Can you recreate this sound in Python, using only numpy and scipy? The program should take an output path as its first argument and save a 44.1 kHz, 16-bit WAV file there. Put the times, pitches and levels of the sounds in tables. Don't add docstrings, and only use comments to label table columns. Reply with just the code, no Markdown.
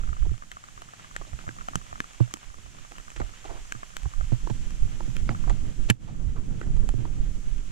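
import sys
import numpy as np
from scipy import signal
from scipy.fft import rfft, irfft, next_fast_len
from scipy.io import wavfile
from scipy.ndimage import uniform_filter1d, minimum_filter1d, map_coordinates

SR = 44100
rng = np.random.default_rng(int(sys.argv[2]) if len(sys.argv) > 2 else 0)


def materialize(psi):
    bounded = np.clip(np.atleast_2d(psi).T, -1, 1)
    quanta = np.round(bounded * 32767).astype(np.int16)
    wavfile.write(sys.argv[1], SR, quanta)


N = 340176


def amp(db):
    return 10 ** (np.asarray(db) / 20)


def unit(x):
    return x / np.sqrt(np.mean(x ** 2) + 1e-20)


def burst(x, span):
    energy = np.mean(np.sum(x ** 2, axis=-1))
    return x * np.sqrt(span * SR / (energy + 1e-20))


def along(points, hz):
    f, v = np.transpose(points)
    return np.interp(np.log(hz + 1), np.log(f + 1), v)


def curves(rows):
    s, *cols = np.transpose(rows)
    return [np.interp(np.arange(N) / SR, s, c) for c in cols]


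def wobble(rate):
    points = rng.standard_normal(int(N * rate / SR) + 4)
    return map_coordinates(points, [np.arange(N) * rate / SR])


def filtered(x, response):
    n = x.shape[-1]
    m = next_fast_len(n + 8192)
    return irfft(rfft(x, m) * response(np.fft.rfftfreq(m, 1 / SR)), m)[..., :n]


def coloured(x, colour):
    return unit(filtered(x, lambda hz: amp(along(colour, hz))))


def struck(x, colour, size=4096):
    cepstrum = irfft(np.log(amp(along(colour, np.fft.rfftfreq(size, 1 / SR)))))
    cepstrum[1:size // 2] *= 2
    cepstrum[size // 2 + 1:] = 0
    return irfft(rfft(x, size) * np.exp(rfft(cepstrum)), size)


def sides(pan_db):
    return unit(amp(np.array([[pan_db], [-pan_db]]) / 2))


# f/Hz, right port's lead/radians at a share of 1
HOUSING_PHASE = [(100, 1.06), (700, 2.484), (1400, 2.517), (2200, 1.75), (4000, 0.52), (7000, 1.9),
                 (12500, .2)]


def ports(x, share):
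    def turn(hz):
        return np.exp(.5j * share * along(HOUSING_PHASE, hz) * np.array([[-1], [1]]))
    return filtered(x, turn)


def add(track, s, sound):
    part = track[..., max(round(s * SR), 0):][..., :sound.shape[-1]]
    part += sound[..., :part.shape[-1]]


def grains(rate, spread_db, channels=1):
    hit = rng.random((channels, N)) < rate / SR
    size_db = spread_db * np.minimum(rng.exponential(size=(channels, N)), 4)
    return unit(hit * amp(size_db) * rng.choice([-1, 1], (channels, N)))


def ringing(modes, t):
    total = 0
    for hz, db, t60 in modes:
        fade = amp(db + rng.normal(0, 3.1) - 60 * t / t60)
        total = total + fade * np.sin(2 * np.pi * hz * (1 + rng.normal(0, 0.015)) * t)
    return total


# t/s, slow buffeting level/dB, eddies level/dB
WIND_LEVELS = [(0, -27.5, -37), (0.3, -33.5, -49), (0.45, -49.5, -50), (0.98, -61.5, -53.5),
               (1.15, -46, -46.5), (1.75, -54.5, -47), (2.1, -55, -55), (2.75, -52, -50),
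               (3.05, -55.5, -52), (3.5, -46, -50), (3.9, -51, -54), (4.15, -33.5, -47.5), (4.5, -35, -36),
               (4.95, -33.5, -40), (5.3, -29, -28), (5.7, -34, -36), (6.1, -37, -33.5), (6.3, -33.5, -32.5),
               (6.62, -28, -27.5), (7.0, -29.5, -34.5), (7.3, -27.5, -33), (7.71, -35.5, -42)]
# f/Hz, level/dB per Hz
BUFFET_SPECTRUM = [(8, 0.5), (22, 1.5), (35, -1.5), (55, -15), (85, -21.5), (150, -29.5), (400, -102)]
EDDY_SPECTRUM = [(45, -8), (80, -1.5), (120, -1), (180, -5.5), (260, -14.5), (450, -36.5), (1200, -82)]
RUSH_SPECTRUM = [(120, -17), (260, 3.5), (380, -2), (550, -10.5), (900, -18), (2000, -25), (5000, -102)]
STEADY_DB, RUSH_OFFSET_DB = -39, -16
RUSH_GROWS = 0.94
GUSTY_DB, SWELLS_PER_S = 2.5, 12


def wind():
    buffet_db, eddies_db = curves(WIND_LEVELS)
    rush_db = STEADY_DB + RUSH_OFFSET_DB + RUSH_GROWS * (eddies_db - STEADY_DB)
    lumps = wobble(24)

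    def air(colour, lumpy_db):
        noise = coloured(rng.standard_normal((2, N)), colour)
        return unit(noise * amp(lumpy_db * lumps))

    buffet_gain = amp(buffet_db + GUSTY_DB * wobble(SWELLS_PER_S) + 6.0)
    buffet = buffet_gain * sides(-12.5) * air(BUFFET_SPECTRUM, lumpy_db=2.5)
    eddies = amp(eddies_db - 3.5) * sides(-5.0) * air(EDDY_SPECTRUM, lumpy_db=2.0)
    rush = amp(rush_db) * sides(-8) * air(RUSH_SPECTRUM, lumpy_db=4.0)
    return buffet + eddies + rush


# t/s, rolling level/dB
ROLLING_LEVEL = [(0, -56.5), (0.42, -58.5), (0.9, -56.5), (1.75, -55), (2.6, -57), (3.2, -55), (4.1, -55),
                 (5.3, -55), (5.75, -57), (5.88, -54.5), (6.1, -62.5), (6.65, -59), (7.71, -57.7)]
# f/Hz, level/dB per Hz
GRIT_SPECTRUM = [(250, -8), (500, -4), (700, -1.5), (950, -2), (1300, 0.5), (1800, 0), (2300, -0.5),
                 (3100, 0.5), (3900, -7), (5000, -12.5), (8000, -37), (16000, -62)]
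HISS_SPECTRUM = [(2000, -17.5), (3500, -9.5), (5000, -4), (6000, 1.5), (7000, 3), (7700, 1), (8400, -6),
                 (10000, -10), (11500, -15.5), (13000, -18), (15500, -23), (16200, -41)]
GRIT_DB, HISS_DB = 0.22, 0.24


def tyres():
    rolling_db, = curves(ROLLING_LEVEL)
    shared = ports(grains(rate=900, spread_db=-1.5), share=0.57)
    apart = 0.4 * grains(rate=1800, spread_db=3.0, channels=2) + 0.89 * rng.standard_normal((2, N))
    grit = coloured(0.83 * shared + apart, GRIT_SPECTRUM) * amp(1.2 * wobble(25)) * sides(-1.6)
    fizz = rng.standard_normal((2, N)) + 0.18 * grains(rate=1200, spread_db=11, channels=2)
    hiss = coloured(fizz, HISS_SPECTRUM) * amp(0.28 * wobble(9.8)) * sides(-1.9)
    return amp(rolling_db) * (amp(GRIT_DB) * grit + amp(HISS_DB) * hiss)


# t/s, level/dB
LOUD_TICKS = [(0.036, -33), (0.091, -32), (0.129, -31), (0.569, -36), (1.478, -29), (1.586, -33),
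              (1.61, -31), (1.685, -21.5), (1.734, -31), (1.928, -28.5), (1.957, -31.5), (2.042, -33),
              (3.081, -34), (3.216, -25.5), (3.751, -34), (3.831, -28), (4.137, -33), (4.21, -27),
              (5.348, -29), (5.44, -30)]
# t/s, level/dB
FAINT_TICK_LEVEL = [(0, -36), (4.2, -43.5), (4.7, -47.5), (7.71, -48)]
# f/Hz, level/dB per Hz
CLACK_SPECTRUM = [(100, -17.5), (250, 3), (520, -3), (1000, 3), (1800, 5), (2400, -11), (4000, -52.5),
                  (16000, -69)]
TICK_HZ, TICK_SPREAD_HZ = 1222, 66
TICK_GAP_S, TICK_SCATTER_S, TICK_SPREAD_DB = 0.058, 0.014, 2.5


def mount_ticks(count=135):
    out, t = np.zeros(N), np.arange(SR // 20) / SR
    shift, size = rng.standard_normal((count, 2)).T
    times = TICK_GAP_S * np.arange(count) + TICK_SCATTER_S * shift
    faint_db = np.interp(times, *np.transpose(FAINT_TICK_LEVEL)) + TICK_SPREAD_DB * size
    for s, db in [*LOUD_TICKS, *np.column_stack([times, faint_db])]:
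        hz = TICK_HZ + TICK_SPREAD_HZ * rng.normal()
        ring = np.sin(2 * np.pi * hz * t) + 0.47 * rng.normal() * np.sin(2 * np.pi * 700 * t)
        clack = struck(0.79 * rng.standard_normal(len(t)), CLACK_SPECTRUM)[:len(t)]
        envelope = (1 - np.exp(-t / 0.00031)) * amp(-60 * t / 0.018)
        add(out, s, amp(db) * burst((ring + clack) * envelope, 0.002))
    return ports(out, share=1.127)


# t/s at the middle, level/dB, half length/s
SINGLE_GUSTS = [(0.115, -27, 0.031), (0.237, -20, 0.026), (0.298, -21, 0.031), (1.343, -29.5, 0.016),
                (1.479, -28.5, 0.0062), (1.926, -42, .02), (2.508, -45, 0.012), (2.666, -43.5, 0.041),
                (3.218, -28, 0.04), (3.49, -35.5, 0.033), (4.061, -23.5, 0.023), (4.229, -26, 0.045),
                (4.858, -26, 0.015), (5.233, -23, 0.021), (5.51, -18.5, .025), (6.276, -23.5, .03),
                (6.768, -27.5, 0.034)]
# f/Hz, level/dB per Hz
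GUST_SPECTRUM = [(10, -18), (28, 2.5), (55, -4.5), (85, -11), (150, -24), (400, -56), (1500, -120)]


def gusts(size=16384):
    out, t = np.zeros((2, N)), np.arange(size) / SR
    for s, db, half in SINGLE_GUSTS:
        start = max(s - size / SR / 2, 0)
        swell = np.exp(-((start + t - s) / half) ** 2)
        push = coloured(rng.standard_normal((2, size)), GUST_SPECTRUM) * swell
        add(out, start, amp(db) * burst(push * sides(-14.5), 1.37 * half))
    return out


# t/s, body level/dB, body f/Hz, edge level/dB, length/s
CRUNCH_EVENTS = [(0.25, -49, 596, -56, 0.012), (1.212, -40, 1050, -64, 0.007),
                 (1.265, -57, 630, -54, 0.029), (1.438, -49.5, 740, -58, 0.0064),
                 (2.199, -38.5, 537, -65, 0.013), (2.909, -52, 684, -52, 0.02),
                 (3.16, -44.5, 1820, -42, 0.013), (3.199, -34.5, 830, -43.5, 0.0093),
                 (3.216, -51, 596, -60, 0.028), (3.448, -43.5, 620, -48.5, 0.021),
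                 (3.488, -43, 635, -55, 0.04), (3.539, -50, 650, -56, 0.046),
                 (4.054, -41, 754, -57, 0.0064), (4.318, -42.5, 513, -51, 0.015),
                 (4.471, -32.5, 1020, -67, 0.0049), (4.498, -36.5, 785, -42, 0.01),
                 (5.004, -34, 880, -63, 0.0045), (5.291, -24, 1400, -47, 0.0031),
                 (5.298, -41.5, 746, -49, 0.026), (5.472, -39.5, 785, -56, 0.015),
                 (5.494, -35, 725, -42.5, 0.015), (5.887, -38, 850, -38.5, 0.027),
                 (6.069, -53, 743, -58, 0.052), (6.356, -48, 1170, -56.5, 0.035),
                 (6.613, -32.5, 1620, -45, 0.0036), (6.625, -49, 1800, -58, 0.018),
                 (6.763, -48, 920, -52.5, 0.011), (7.049, -39.5, 1070, -66, 0.0098)]
# f/Hz, level/dB per Hz
CRUNCH_SPECTRUM = [(150, -14), (350, 6.5), (700, 11), (1200, 5.5), (1800, -1), (2600, -12), (5000, -10),
                   (16000, -80)]
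EDGE_SPECTRUM = [(1200, -37), (2400, 12.5), (3300, 12), (4600, 5), (7200, 6), (9000, -9), (12000, -52),
                 (16000, -64)]
CASING_HZ, CASING_DB = 334, -4


def crunches():
    out, t = np.zeros(N), np.arange(4096) / SR
    for s, body_db, body_hz, edge_db, length in CRUNCH_EVENTS:
        swell = t / length * np.exp(-3 * t / length)
        hits = rng.random(len(t)) < 1400 / SR
        contacts = swell * rng.standard_normal(len(t)) * (0.37 + hits)
        dull = struck(contacts, CRUNCH_SPECTRUM)

        def hollow(hz, q):
            return burst(signal.lfilter(*signal.iirpeak(hz, q, fs=SR), dull), length)

        body = 0.59 * hollow(body_hz, q=3.5) + 0.5 * burst(dull, length)
        body = body + amp(CASING_DB) * hollow(CASING_HZ, q=4.2)
        edge = burst(struck(contacts, EDGE_SPECTRUM), 0.39 * length)
        add(out, s, amp(body_db) * body + amp(edge_db) * edge)
    return ports(out, share=0.7) * sides(-7.5)


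# t/s, boom level/dB, knock level/dB, knock pitch ratio
BUMP_EVENTS = [(0.266, -30.5, -37, 1.28), (0.315, -22, -38.5, 1.13), (1.49, -35, -38.5, 1.06),
               (1.756, -31.5, -22, .7), (2.004, -63, -36, 0.96), (2.204, -8.5, -23, 1.35),
               (2.34, -57, -35.5, 0.95), (3.204, -33, -30.5, 1.1), (3.749, -35, -38, 0.93),
               (4.056, -28, -51, 0.86), (4.321, -13, -24.5, 1.01), (4.504, -19, -25.5, 0.92),
               (4.819, -20, -48, 1), (5.08, -24, -31.5, .8), (5.293, -21, -26, .85),
               (5.9, -8.5, -13.5, 0.89), (6.94, -19.5, -30.5, 1.2), (6.983, -22, -34, 0.9)]
# f/Hz, level/dB, time to fade by 60 dB/s
HOUSING_MODES = [(239.6, -4.5, 0.046), (305, -3.5, 0.033), (447, -5, 0.011), (672, -8.5, 0.0064)]
BOOM_HZ = 118.7
HARD_DB, SAG_PER_DB = 14, 0.01


def bumps():
    out, t = np.zeros(N), np.arange(SR // 4) / SR
    for s, boom_db, knock_db, pitch in BUMP_EVENTS:
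        sag = SAG_PER_DB * max(boom_db - knock_db - HARD_DB, 0)
        boom_hz = BOOM_HZ * np.exp(0.01 * rng.normal() - sag)
        boom = np.sin(2 * np.pi * boom_hz * t) * (1 - np.exp(-t / 0.0051)) ** 2 * amp(-60 * t / 0.11)
        knock = ringing(HOUSING_MODES, pitch * t) * (1 - np.exp(-t / 0.0014))
        add(out, s, amp(boom_db) * burst(boom, 0.014) + amp(knock_db) * burst(knock, 0.012))
    return out * np.array([[-.22], [1]])


PEBBLE_DB, PEBBLE_SPREAD_DB = 6.5, 5
PEBBLE_HZ = 1160


def pebbles(count=14):
    times = rng.uniform(0, N / SR, count)
    size, pitch, side = rng.standard_normal((count, 3)).T
    db = np.interp(times, *np.transpose(ROLLING_LEVEL)) + PEBBLE_DB + PEBBLE_SPREAD_DB * size
    ring_hz = PEBBLE_HZ * np.exp(0.2 * pitch)
    return np.column_stack([times, db + 2.5, ring_hz, db, db + 1.5, 5 * side])


# t/s, ring level/dB, ring f/Hz, crack level/dB, snap level/dB, left over right level/dB (of the snap)
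STONE_EVENTS = [(0.5164, -53, 1760, -33.5, -38, 3), (0.8199, -39, 1300, -40.5, -39, -13),
                (1.164, -26.5, 1800, -34.5, -31.5, 25), (1.3902, -38, 1240, -43, -59, 3),
                (1.4906, -30, 1610, -64, -58, 1), (1.6853, -45, 1320, -37, -41, 2),
                (1.7559, -22.5, 1300, -27, -21, -5), (2.0035, -21, 1720, -30.5, -34, 14),
                (2.3389, -33.5, 1290, -30.5, -24.5, -7), (2.92, -42.5, 1210, -44, -48, -5),
                (2.983, -36, 1117, -42, -45, 2), (3.1036, -50, 1030, -42, -40, 3),
                (3.7224, -24, 1560, -32, -30, 26), (3.9676, -35.5, 1500, -30, -31.5, 15),
                (5.1666, -33.5, 1320, -31.5, -40, -18), (5.497, -28.5, 1240, -48, -39, -13),
                (5.9, -20.5, 1750, -13.5, -17, -8), (5.9075, -18.5, 1740, -26, -29, 11),
                (6.8902, -28, 840, -35, -34, -19)]
# f/Hz, level/dB, time to fade by 60 dB/s
STONE_MODES = [(2394, -5, 0.0078), (2580, -9, 0.012), (3046, -10, 0.018), (4170, -22.5, 0.017)]
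# f/Hz, level/dB per Hz
CRACK_SPECTRUM = [(1200, 7.5), (2000, 10), (2600, 6), (3400, 1.5), (4200, -7), (6500, -13), (16000, -75)]
SNAP_SPECTRUM = [(3500, -29), (5200, -6), (6600, 2.5), (7800, 4), (8700, -9), (12000, -23), (15000, -23),
                 (17000, -47)]
SPLINTER_SPECTRUM = [(2000, -35), (5000, -12), (8000, 7.5), (9700, 0), (11500, -7), (14000, -7),
                     (15500, -9), (16500, -28)]
CONTACT_S, CRUSH_S = 0.00055, 0.018


def stones():
    out, t = np.zeros((2, N)), np.arange(4096) / SR
    for s, ring_db, ring_hz, crack_db, snap_db, pan_db in [*STONE_EVENTS, *pebbles()]:
        life = CONTACT_S + CRUSH_S * amp(crack_db)
        force = np.exp(-(2 * t / life - 1) ** 2) + 0.53 * np.exp(-t / 0.0017)
        click = 2.93 * signal.unit_impulse(len(t), round(life * SR / 2))

        def contact():
            return force * rng.standard_normal(len(t)) + click

        ring = burst(np.sin(2 * np.pi * ring_hz * t) * amp(-60 * t / 0.013), 0.0052)
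        clack = burst(struck(contact(), CLACK_SPECTRUM), 0.0029)
        body = burst(1.4 * ring + clack, 0.0023)
        tones = burst(ringing(STONE_MODES, t), 0.0016)
        crack = burst(tones + 0.61 * burst(struck(contact(), CRACK_SPECTRUM), 0.0057), 0.0024)
        snap = burst(struck(np.array([contact(), contact()]), SNAP_SPECTRUM), 0.00078)
        splinter = burst(struck(contact(), SPLINTER_SPECTRUM), 0.0032) * sides(4.5)
        sound = amp(ring_db) * body + amp(crack_db) * crack * sides(0.28 * pan_db)
        sound = sound + amp(snap_db) * snap * sides(pan_db) + amp(1.25 * crack_db - 9.5) * splinter
        add(out, s, sound)
    return ports(out, share=0.94)


def scene():
    return wind() + tyres() + mount_ticks() + gusts() + crunches() + bumps() + stones()


def gain_control(x):
    treble = filtered(x, lambda hz: hz > 2000)
    power = uniform_filter1d(np.mean(treble ** 2, axis=0), size=130)
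    level_db = 10 * np.log10(np.abs(power) + 1e-12)
    overload = np.clip((level_db + 20) / 2, 0, 1)
    hold = int(.08 * SR)
    held = -minimum_filter1d(-overload, 2 * (hold // 2) + 1, origin=hold // 2)
    t = np.arange(SR // 2) / SR
    lag = t * np.exp(-t / .015)
    return x * amp(-14 * signal.fftconvolve(held, lag / lag.sum())[:N])


TOP_HZ = 16100


def record(dry):
    x = gain_control(dry)
    x = x / (1 + np.abs(x / .9) ** 6) ** (1 / 6)
    return filtered(x, lambda hz: hz < TOP_HZ)


dry = scene()
out = record(dry)
materialize(out)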